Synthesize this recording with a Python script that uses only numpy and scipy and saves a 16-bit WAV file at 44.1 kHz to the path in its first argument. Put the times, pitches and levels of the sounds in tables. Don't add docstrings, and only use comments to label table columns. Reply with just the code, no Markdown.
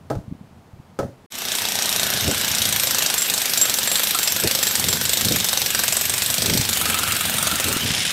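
import sys
import numpy as np
from scipy import signal
from scipy.fft import rfft, irfft, next_fast_len
from scipy.io import wavfile
from scipy.ndimage import uniform_filter1d, map_coordinates

SR = 44100
rng = np.random.default_rng(int(sys.argv[2]) if len(sys.argv) > 2 else 0)


def wav_out(sig):
    wavfile.write(sys.argv[1], SR, np.round(np.clip(np.atleast_2d(sig).T, -1, 1) * 32767).astype(np.int16))


N = 358091
TIME = np.arange(N) / SR

# (start [s], end [s])
BREAK_S = (1.263, 1.302)


def amp(db):
    return 10 ** (np.asarray(db) / 20)


def unit(x):
    return x / np.sqrt(np.mean(x ** 2) + 1e-20)


def along(points, hz):
    f, v = np.transpose(points)
    return np.interp(np.log(hz + 1), np.log(f + 1), v)


def curves(rows):
    s, *cols = np.transpose(rows)
    return [np.interp(TIME, s, c) for c in cols]


def wobble(knots_per_s):
    knots = rng.standard_normal(int(N * knots_per_s / SR) + 4)
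    return map_coordinates(knots, [TIME * knots_per_s])


def filtered(x, response):
    m = next_fast_len(N + SR // 2)
    return irfft(rfft(x, m) * response(np.fft.rfftfreq(m, 1 / SR)), m)[..., :N]


def coloured(x, spectrum):
    size = 4096
    gain = unit(amp(along(spectrum, np.fft.rfftfreq(size, 1 / SR))))
    cepstrum = irfft(np.log(gain + 1e-6))
    cepstrum[1:size // 2] *= 2
    cepstrum[size // 2 + 1:] = 0
    impulse = irfft(np.exp(rfft(cepstrum)))
    return signal.fftconvolve(x, impulse)[:N]


def noise(spectrum):
    return unit(coloured(rng.standard_normal(N), spectrum))


def add(track, s, sound):
    part = track[round(s * SR):][:len(sound)]
    part += sound[:len(part)]


def ring(modes, t, scatter_db, detune):
    total = np.zeros(len(t))
    for hz, db, t60 in modes:
        decay = amp(db + rng.normal(0, scatter_db) - 60 * t / t60)
        cycles = hz * rng.normal(1, detune) * t + rng.random()
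        total += decay * np.sin(2 * np.pi * cycles)
    return total


def struck(hits, modes, scatter_db, detune):
    longest_s = max(t60 for _, _, t60 in modes)
    track, t = np.zeros(N), np.arange(int(SR * longest_s)) / SR
    attack = 1 - np.exp(-t / 0.00015)
    for s, db in hits:
        add(track, s, amp(db) * ring(modes, t, scatter_db, detune) * attack)
    return track


def morph(x, amount, change):
    changed = filtered(x, lambda hz: amp(along(change, hz)))
    return x + amount * (changed - x)


# (frequency [Hz], relative density [dB per Hz])
STREET_SPECTRUM = [(800, -8), (1840, -19), (15500, -36)]


def street():
    return amp(-53.5) * noise(STREET_SPECTRUM)


# (time [s], level [dB])
WIND_LEVEL = [(0.45, -48.5), (0.9, -54), (1.7, -49.5), (2.15, -38), (2.9, -38.5), (3.25, -51), (5.05, -38),
              (6.0, -43), (6.46, -35.5), (7.85, -37.5)]
# (frequency [Hz], relative density [dB per Hz])
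BUFFET_SPECTRUM = [(20, -64), (45, -25.5), (80, -1), (220, -5), (330, -16), (1500, -66)]
# (time [s], thump [dB], flutter [dB], half length to -17 dB [s])
BUFFETS = [(1.06, -34, -52, 0.054), (2.288, -31.5, -29, 0.069), (4.454, -26, -24, 0.03),
           (4.88, -36.5, -39, 0.12), (5.306, -31, -31.5, 0.11), (6.498, -35, -32.5, 0.13),
           (7.696, -32, -31.5, 0.068), (7.86, -32, -33, 0.051)]


def wind():
    rumble = amp(curves(WIND_LEVEL)[0] + 3.2 * wobble(25))
    _, thump_db, flutter_db, _ = np.transpose(BUFFETS)
    swells = np.array([np.exp(-2 * ((TIME - s) / length_s) ** 2) for s, _, _, length_s in BUFFETS])
    swells = swells * amp(2.8 * wobble(70))
    low = (rumble + amp(thump_db) @ swells) * noise(BUFFET_SPECTRUM)
    flutter = noise([(100, -33.0), (230, 6.5), (520, 4), (900, -10), (2500, -52)])
    return low + amp(flutter_db) @ swells * flutter


# (time [s], envelope peak [dB], pitch [Hz])
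POPS = [(.173, -20, 89.3), (.188, -20, 140.7), (.283, -24, 135), (.3255, -17.5, 180), (.413, -29.5, 160),
        (.737, -31, 105), (.801, -28, 148), (5.269, -16, 228), (6.504, -14.5, 308), (6.515, -16, 180),
        (6.553, -11.5, 280.5), (6.6, -11.5, 151.5), (7.531, -16, 190), (7.766, -13, 210.5),
        (7.857, -21, 169.5), (7.908, -16.5, 160.5)]
POP_HALF_CYCLES = 0.44


def pops():
    track = np.zeros(N)
    for first_s, first_db, hz in POPS:
        for k in range(3):
            s = first_s + k * rng.normal(0, 0.01355)
            swell = amp(first_db - 6 * k) * np.exp(-((TIME - s) * hz / POP_HALF_CYCLES) ** 2)
            track += swell * np.sin(2 * np.pi * (hz * TIME + rng.random()))
    return track


# (frequency [Hz], t60 [s])
YARD_T60 = [(200, 0.56), (2000, 0.03), (12000, 0.54)]


def yard(x):
    hz, t, z = signal.stft(rng.standard_normal(SR // 3), SR, nperseg=256)
    decay = amp(-60 * t / along(YARD_T60, hz)[:, None])
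    tail = signal.istft(z * decay, SR, nperseg=256)[1]
    delayed = np.pad(x, (round(.005 * SR), 0))
    return signal.fftconvolve(delayed, tail / np.linalg.norm(tail))[:N]


# (time [s], level [dB], contact tick [dB])
KNOCKS = [(.101, -28, -30.5), (0.105, -19, -46), (.111, -22, -48), (0.153, -34, -43), (0.9896, -19, -28.5),
          (1.0, -22, -42), (1.03, -26.5, -54)]
# (frequency [Hz], relative level [dB], t60 [s])
GATE_MODES = [(132.6, -9.5, 0.3), (303, -9, 0.16), (415, -12, 0.16), (547, -5, 0.096), (670, -6.5, 0.1),
              (835, -15, 0.17), (1280, -14, 0.078), (1570, -30, 0.15)]


def gate():
    ticks, thuds, t = np.zeros(N), np.zeros(N), np.arange(SR // 3) / SR
    tick_decay = amp(-60 * t / 0.032) + amp(-9.0 - 60 * t / 0.31)
    thud_decay = amp(-60 * t / 0.07) + amp(-19.5 - 60 * t / 0.37)
    for s, db, tick_db in KNOCKS:
        add(ticks, s, amp(tick_db) * tick_decay * rng.standard_normal(len(t)))
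        add(thuds, s, amp(db) * thud_decay * rng.standard_normal(len(t)))
    frame = struck([row[:2] for row in KNOCKS], GATE_MODES, scatter_db=3, detune=0.012)
    boards = coloured(thuds, [(60, -9.5), (650, 0.0), (1000, -14), (1600, -19.0), (2500, -45)])
    contact = coloured(ticks, [(1500, 8.5), (2400, -3), (5300, -1.5), (6300, -3), (15000, -16)])
    knocks = frame + boards + contact
    return knocks + amp(-14) * yard(knocks)


# (time [s], rate [blows per s])
CRANK_RATE = [(1.32, 30.68), (2.175, 28.0), (2.36, 30.1), (3.155, 25.12), (3.589, 25.59), (3.763, 21.69),
              (4.076, 27.13), (4.303, 21.04), (4.392, 27.77), (4.831, 22.35), (5.298, 27.26),
              (5.423, 23.24), (5.902, 22.63), (6.571, 26.47), (6.931, 22.39), (7.748, 23.56),
              (7.828, 28.59), (8.12, 24.71)]
START_TURN = -0.04


def crank():
    running = TIME >= CRANK_RATE[0][0]
    return START_TURN + np.cumsum(curves(CRANK_RATE)[0] * running) / SR


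def strokes(turns):
    return TIME[1:][np.diff(np.floor(turns)) > 0]


def bouts(rows, turns, fade_db_per_s):
    times = strokes(turns)
    hits = []
    for start, end, db in rows:
        hits += [(s, db - fade_db_per_s * (s - start)) for s in times if start <= s < end]
    return hits


# (time [s], looseness [1])
LOOSENESS = [(2.0, 0.48), (3.3, 2.3), (5.25, 1.46), (5.5, 0.79), (6.35, 0.58), (6.7, 1.6)]
# (frequency [Hz], renewal per stroke at looseness 1 [1])
RENEWAL = [(500, .25), (3500, .6), (9000, 1.1)]


def patterns(times, size):
    renewal = along(RENEWAL, np.fft.rfftfreq(size, 1 / SR))
    bursts = rfft(rng.standard_normal((len(times), size)))
    looseness = np.interp(times[1:], *np.transpose(LOOSENESS))
    for k, loose in enumerate(looseness, 1):
        kept = np.exp(-renewal * loose)
        bursts[k] = kept * bursts[k - 1] + np.sqrt(1 - kept ** 2) * bursts[k]
    return irfft(bursts, size)


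# (frequency [Hz], relative density [dB per Hz])
GEAR_SPECTRUM = [(70, -34), (200, 1.5), (290, -6.5), (380, -5), (520, -7.5), (1100, -7), (1600, 2),
                 (2000, -1.5), (2900, 2), (3700, 2.5), (4600, 1), (5600, -1.5), (7000, -5), (10000, -13)]


def clatter(turns):
    times, track = strokes(turns), np.zeros(N)
    lengths_s = np.diff(times, append=N / SR)
    for s, length_s, burst in zip(times, lengths_s, patterns(times, size=SR // 12)):
        add(track, s, burst[:round(length_s * SR)])
    return unit(coloured(track + 0.69 * rng.standard_normal(N), GEAR_SPECTRUM))


def patchy(x, depth_db):
    z = signal.stft(x, nperseg=512)[2]
    field = uniform_filter1d(rng.standard_normal(z.shape), size=4, axis=0)
    field = uniform_filter1d(field, size=6, axis=1)
    gain = unit(amp(depth_db * unit(field)))
    return signal.istft(z * gain, nperseg=512)[1][:N]


# (time [s], gear rattle [dB], air hiss [dB])
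MOTOR_LEVELS = [(1.32, -37, -46), (1.5, -31, -37.5), (2.2, -27.5, -37), (2.7, -29, -40.5),
                (4.05, -29, -32.5), (4.4, -29.5, -36.5), (7.7, -29, -34), (7.92, -29, -48)]
# (frequency [Hz], relative density [dB per Hz])
AIR_SPECTRUM = [(2500, -30), (5000, -9), (7000, -1), (8300, 2), (9400, -3), (11700, -3), (12700, -1),
                (15600, -9)]


def motor(turns):
    gear_db, air_db = curves(MOTOR_LEVELS)
    load = np.cos(2 * np.pi * (turns + 0.23))
    gears = amp(gear_db + 1.9 * load + 0.84 * wobble(260)) * clatter(turns)
    air = amp(air_db + 3.9 * wobble(170)) * noise(AIR_SPECTRUM)
    return patchy(gears + air, depth_db=2)


# (time [s], level [dB])
SQUEAL_LEVEL = [(1.4, -43), (2.7, -34.5), (6.5, -34), (6.8, -51), (7.72, -46), (7.82, -31), (7.92, -58)]
SQUEAL_HZ, SQUEAL_Q = 12480, 55


def squeal():
    slips = amp(5 * wobble(60)) * rng.standard_normal(N)
    resonance = signal.iirpeak(SQUEAL_HZ, SQUEAL_Q, SR)
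    return amp(curves(SQUEAL_LEVEL)[0]) * unit(signal.lfilter(*resonance, slips))


RATTLE_START_S, RATTLE_TICKS_PER_S, RATTLE_DB = 7.86, 69, -20
# (frequency [Hz], relative density [dB per Hz])
RATTLE_SPECTRUM = [(1200, -19), (2000, -3.5), (3560, 0.5), (4500, -9), (5260, -2), (6000, -8.5),
                   (10300, -9), (12500, -27)]


def rattle():
    track, t = np.zeros(N), np.arange(SR // 20) / SR
    for s in np.arange(RATTLE_START_S, N / SR, 1 / RATTLE_TICKS_PER_S):
        tick_s = s + rng.normal(0, 0.0027)
        decay = amp(RATTLE_DB + rng.normal(0, 0.98) - 60 * t / 0.066)
        add(track, tick_s, decay * rng.standard_normal(len(t)))
    return coloured(track, RATTLE_SPECTRUM)


SQUEAK_S, SQUEAK_HZ, SQUEAK_DB, SQUEAK_HALF_LENGTH_S = 7.82, 3060, -23, 0.02


def squeak():
    swell = amp(SQUEAK_DB) * np.exp(-((TIME - SQUEAK_S) / SQUEAK_HALF_LENGTH_S) ** 2)
    return swell * np.sin(2 * np.pi * (SQUEAK_HZ * TIME + 0.17 * wobble(250)))


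# (start [s], end [s], level [dB])
GRINDS = [(6.815, 7.247, -37), (7.38, 7.782, -35)]
# (frequency [Hz], relative density [dB per Hz])
GRIND_SPECTRUM = [(1000, -15), (1310, 1.5), (1450, -1), (2600, -50)]


def grinding(turns):
    steps = sum(amp(db) * ((TIME > start) & (TIME < end)) for start, end, db in GRINDS)
    pressure = uniform_filter1d(steps, size=400)
    swell_db = 3.4 * np.cos(2 * np.pi * (turns - .2)) + 2.0 * wobble(14)
    return pressure * amp(swell_db) * noise(GRIND_SPECTRUM)


# (start [s], end [s], first level before trim [dB])
CLANKS = [(3.64, 3.68, -24), (4.13, 4.17, -16.5), (6.8, 7.3, -19), (7.37, 7.53, -25)]
# (frequency [Hz], relative level [dB], t60 [s])
SLAB_MODES = [(690, -7, .07), (1030, -9, .08), (1240, -3, .11), (1345, 0, .13), (2200, -10, .08)]
SETTLE_DB_PER_S, SLAB_TRIM_DB = 18, -5.0


def slab(turns):
    clanks = struck(bouts(CLANKS, turns, SETTLE_DB_PER_S), SLAB_MODES, scatter_db=4.0, detune=0.033)
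    return clanks * amp(SLAB_TRIM_DB + 1.4 * wobble(260))


# (start [s], end [s], first level [dB])
ZINGS = [(2.6, 3.2, -30), (5.85, 6.55, -29)]
# (frequency [Hz], relative level [dB], t60 [s])
ZING_MODES = [(8240, 5.5, 0.099)]


def zing(turns):
    return struck(bouts(ZINGS, turns, fade_db_per_s=1), ZING_MODES, scatter_db=1.5, detune=0.0061)


# (start [s], end [s], first level [dB])
RINGS = [(3.16, 3.225, -25.5), (3.56, 3.63, -25), (3.86, 3.97, -27), (4.17, 4.3, -28), (4.61, 4.67, -25.5),
         (4.87, 4.933, -25)]
# (frequency [Hz], relative level [dB], t60 [s])
CHISEL_MODES = [(7365, 2.5, 0.1), (7440, 2.5, 0.19), (7620, 5, 0.19), (10600, -4, 0.2), (12400, -6, 0.22)]


def chisel(turns):
    rings = struck(bouts(RINGS, turns, fade_db_per_s=8), CHISEL_MODES, scatter_db=5.0, detune=0.0033)
    return rings * amp(2.6 * wobble(110))


# (time [s], level [dB])
BLOW_LEVEL = [(1.33, -32), (1.56, -21), (2.0, -18.5), (2.28, -22), (2.62, -17.5), (4.55, -15.5),
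              (6.2, -15.5), (7.05, -18.5), (7.72, -18), (7.88, -29.5)]
# (time [s], level change [dB])
ODD_BLOWS = [(3.023, 1), (3.26, -7), (4.15, -3), (4.28, 0.5), (4.385, -4.5), (4.715, -8), (4.755, 3),
             (4.97, -5), (7.47, 2.5)]
ODD_HALF_LENGTH_S = .02


def force():
    odd_db = sum(db * np.exp(-((TIME - s) / ODD_HALF_LENGTH_S) ** 2) for s, db in ODD_BLOWS)
    return curves(BLOW_LEVEL)[0] + odd_db


# (time [s], level over the blow [dB])
TIP_LEVEL = [(1.6, 3), (2.2, -1.5), (5.7, -10)]
# (frequency [Hz], relative level [dB], t60 [s])
TIP_MODES = [(3780, 2.5, 0.008), (5740, 2.5, 0.0096)]


def pings(turns):
    times = strokes(turns)
    levels_db = np.interp(times, TIME, force() + curves(TIP_LEVEL)[0])
    return struck(zip(times, levels_db), TIP_MODES, scatter_db=2, detune=0.024)


FRAGMENT_DB, FRAGMENT_HZ = 2.6, 1300


def fragments(bursts):
    size = bursts.shape[1]
    hz = np.fft.rfftfreq(size, 1 / SR)
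    knots = rng.standard_normal((len(bursts), int(hz[-1] / FRAGMENT_HZ) + 2))
    gains = [unit(amp(FRAGMENT_DB * map_coordinates(row, [hz / FRAGMENT_HZ]))) for row in knots]
    return irfft(rfft(bursts) * gains, size)


# (delay [s], level [dB])
REFLECTIONS = [(.0022, -3), (.0066, -3)]
# (frequency [Hz], relative density [dB per Hz])
CRACK_SPECTRUM = [(60, -16.5), (520, -3.5), (1100, -8.5), (1600, -3.5), (3000, -3.5), (3800, 4),
                  (4900, 1.5), (6600, 0.5), (7900, 3.5), (9500, -5.5), (11500, -5), (12800, -1),
                  (15500, -7.5)]


def blows(turns):
    times, track, t = strokes(turns), np.zeros(N), np.arange(SR // 12) / SR
    snap = amp(6.5 - 60 * t / 0.0014)
    crumble = amp(1.5 - 60 * t / 0.03)
    trickle = amp(-19 - 60 * t / 0.29)
    levels_db = np.interp(times, TIME, force()) + 1.0 * rng.standard_normal(len(times))
    bursts = fragments(patterns(times, size=len(t)))
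    for s, db, burst in zip(times, levels_db, bursts):
        reflected = np.zeros(len(t))
        for delay_s, level_db in REFLECTIONS:
            arrived = t > delay_s * rng.uniform(.85, 1.15)
            reflected += amp(level_db - 60 * np.abs(t - delay_s) / 0.019) * arrived
        add(track, s, amp(db) * np.hypot(snap + crumble + trickle, reflected) * burst)
    return coloured(track, CRACK_SPECTRUM)


# (time [s], lean [0-1], dullness of tone [0-1])
POSE = [(2.35, 1, 0.84), (2.7, 0.67, 0.44), (6.68, 0.37, 0.3), (6.82, 1, 0), (7.75, 0.6, 0.04),
        (7.92, 0.93, 0.9)]
# (frequency [Hz], gain [dB])
LEANED_TONE = [(400, 4), (750, 7.5), (1650, 4), (2800, 5), (4500, -1), (5700, -1.5), (7800, 1), (9200, 6),
               (12600, 2.5)]
# (frequency [Hz], gain [dB])
DULLED_TONE = [(700, 0), (1400, -2), (2800, -2.5), (3800, 1.5), (4500, 0), (5600, 4.5), (8200, -2),
               (10000, -4), (13300, 1), (14000, -9)]


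def hammer():
    turns = crank()
    lean, dullness = curves(POSE)
    cracks = blows(turns) + pings(turns)
    tool = cracks + amp(-6.5) * yard(cracks) + motor(turns)
    tool = morph(tool, lean, LEANED_TONE)
    tool = morph(tool, dullness, DULLED_TONE)
    steel = chisel(turns) + zing(turns) + squeal() + squeak() + rattle()
    ground = slab(turns) + grinding(turns)
    return (tool + steel + ground) * (TIME > BREAK_S[1])


# (time [s], level [dB])
SIDE_LEVEL = [(2.9, -22.5), (3.15, -62)]


def scene():
    hammering = hammer()
    mid = street() + wind() + pops() + gate() + hammering
    side = amp(curves(SIDE_LEVEL)[0]) * filtered(yard(hammering), lambda hz: hz > 4000)
    return np.array([mid + side, mid - side])


CLIP_TOP, TOP_HZ, FADE_IN_S = 0.53, 15650, 0.031


def record(dry):
    rounded = dry / (1 + (dry / CLIP_TOP) ** 4) ** (1 / 4)
    running = (TIME < BREAK_S[0]) + np.clip((TIME - BREAK_S[1]) / FADE_IN_S, 0, 1)
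    return filtered(rounded * running, lambda hz: 1 / np.sqrt(1 + (hz / TOP_HZ) ** 300))


dry = scene()
out = record(dry)
wav_out(out)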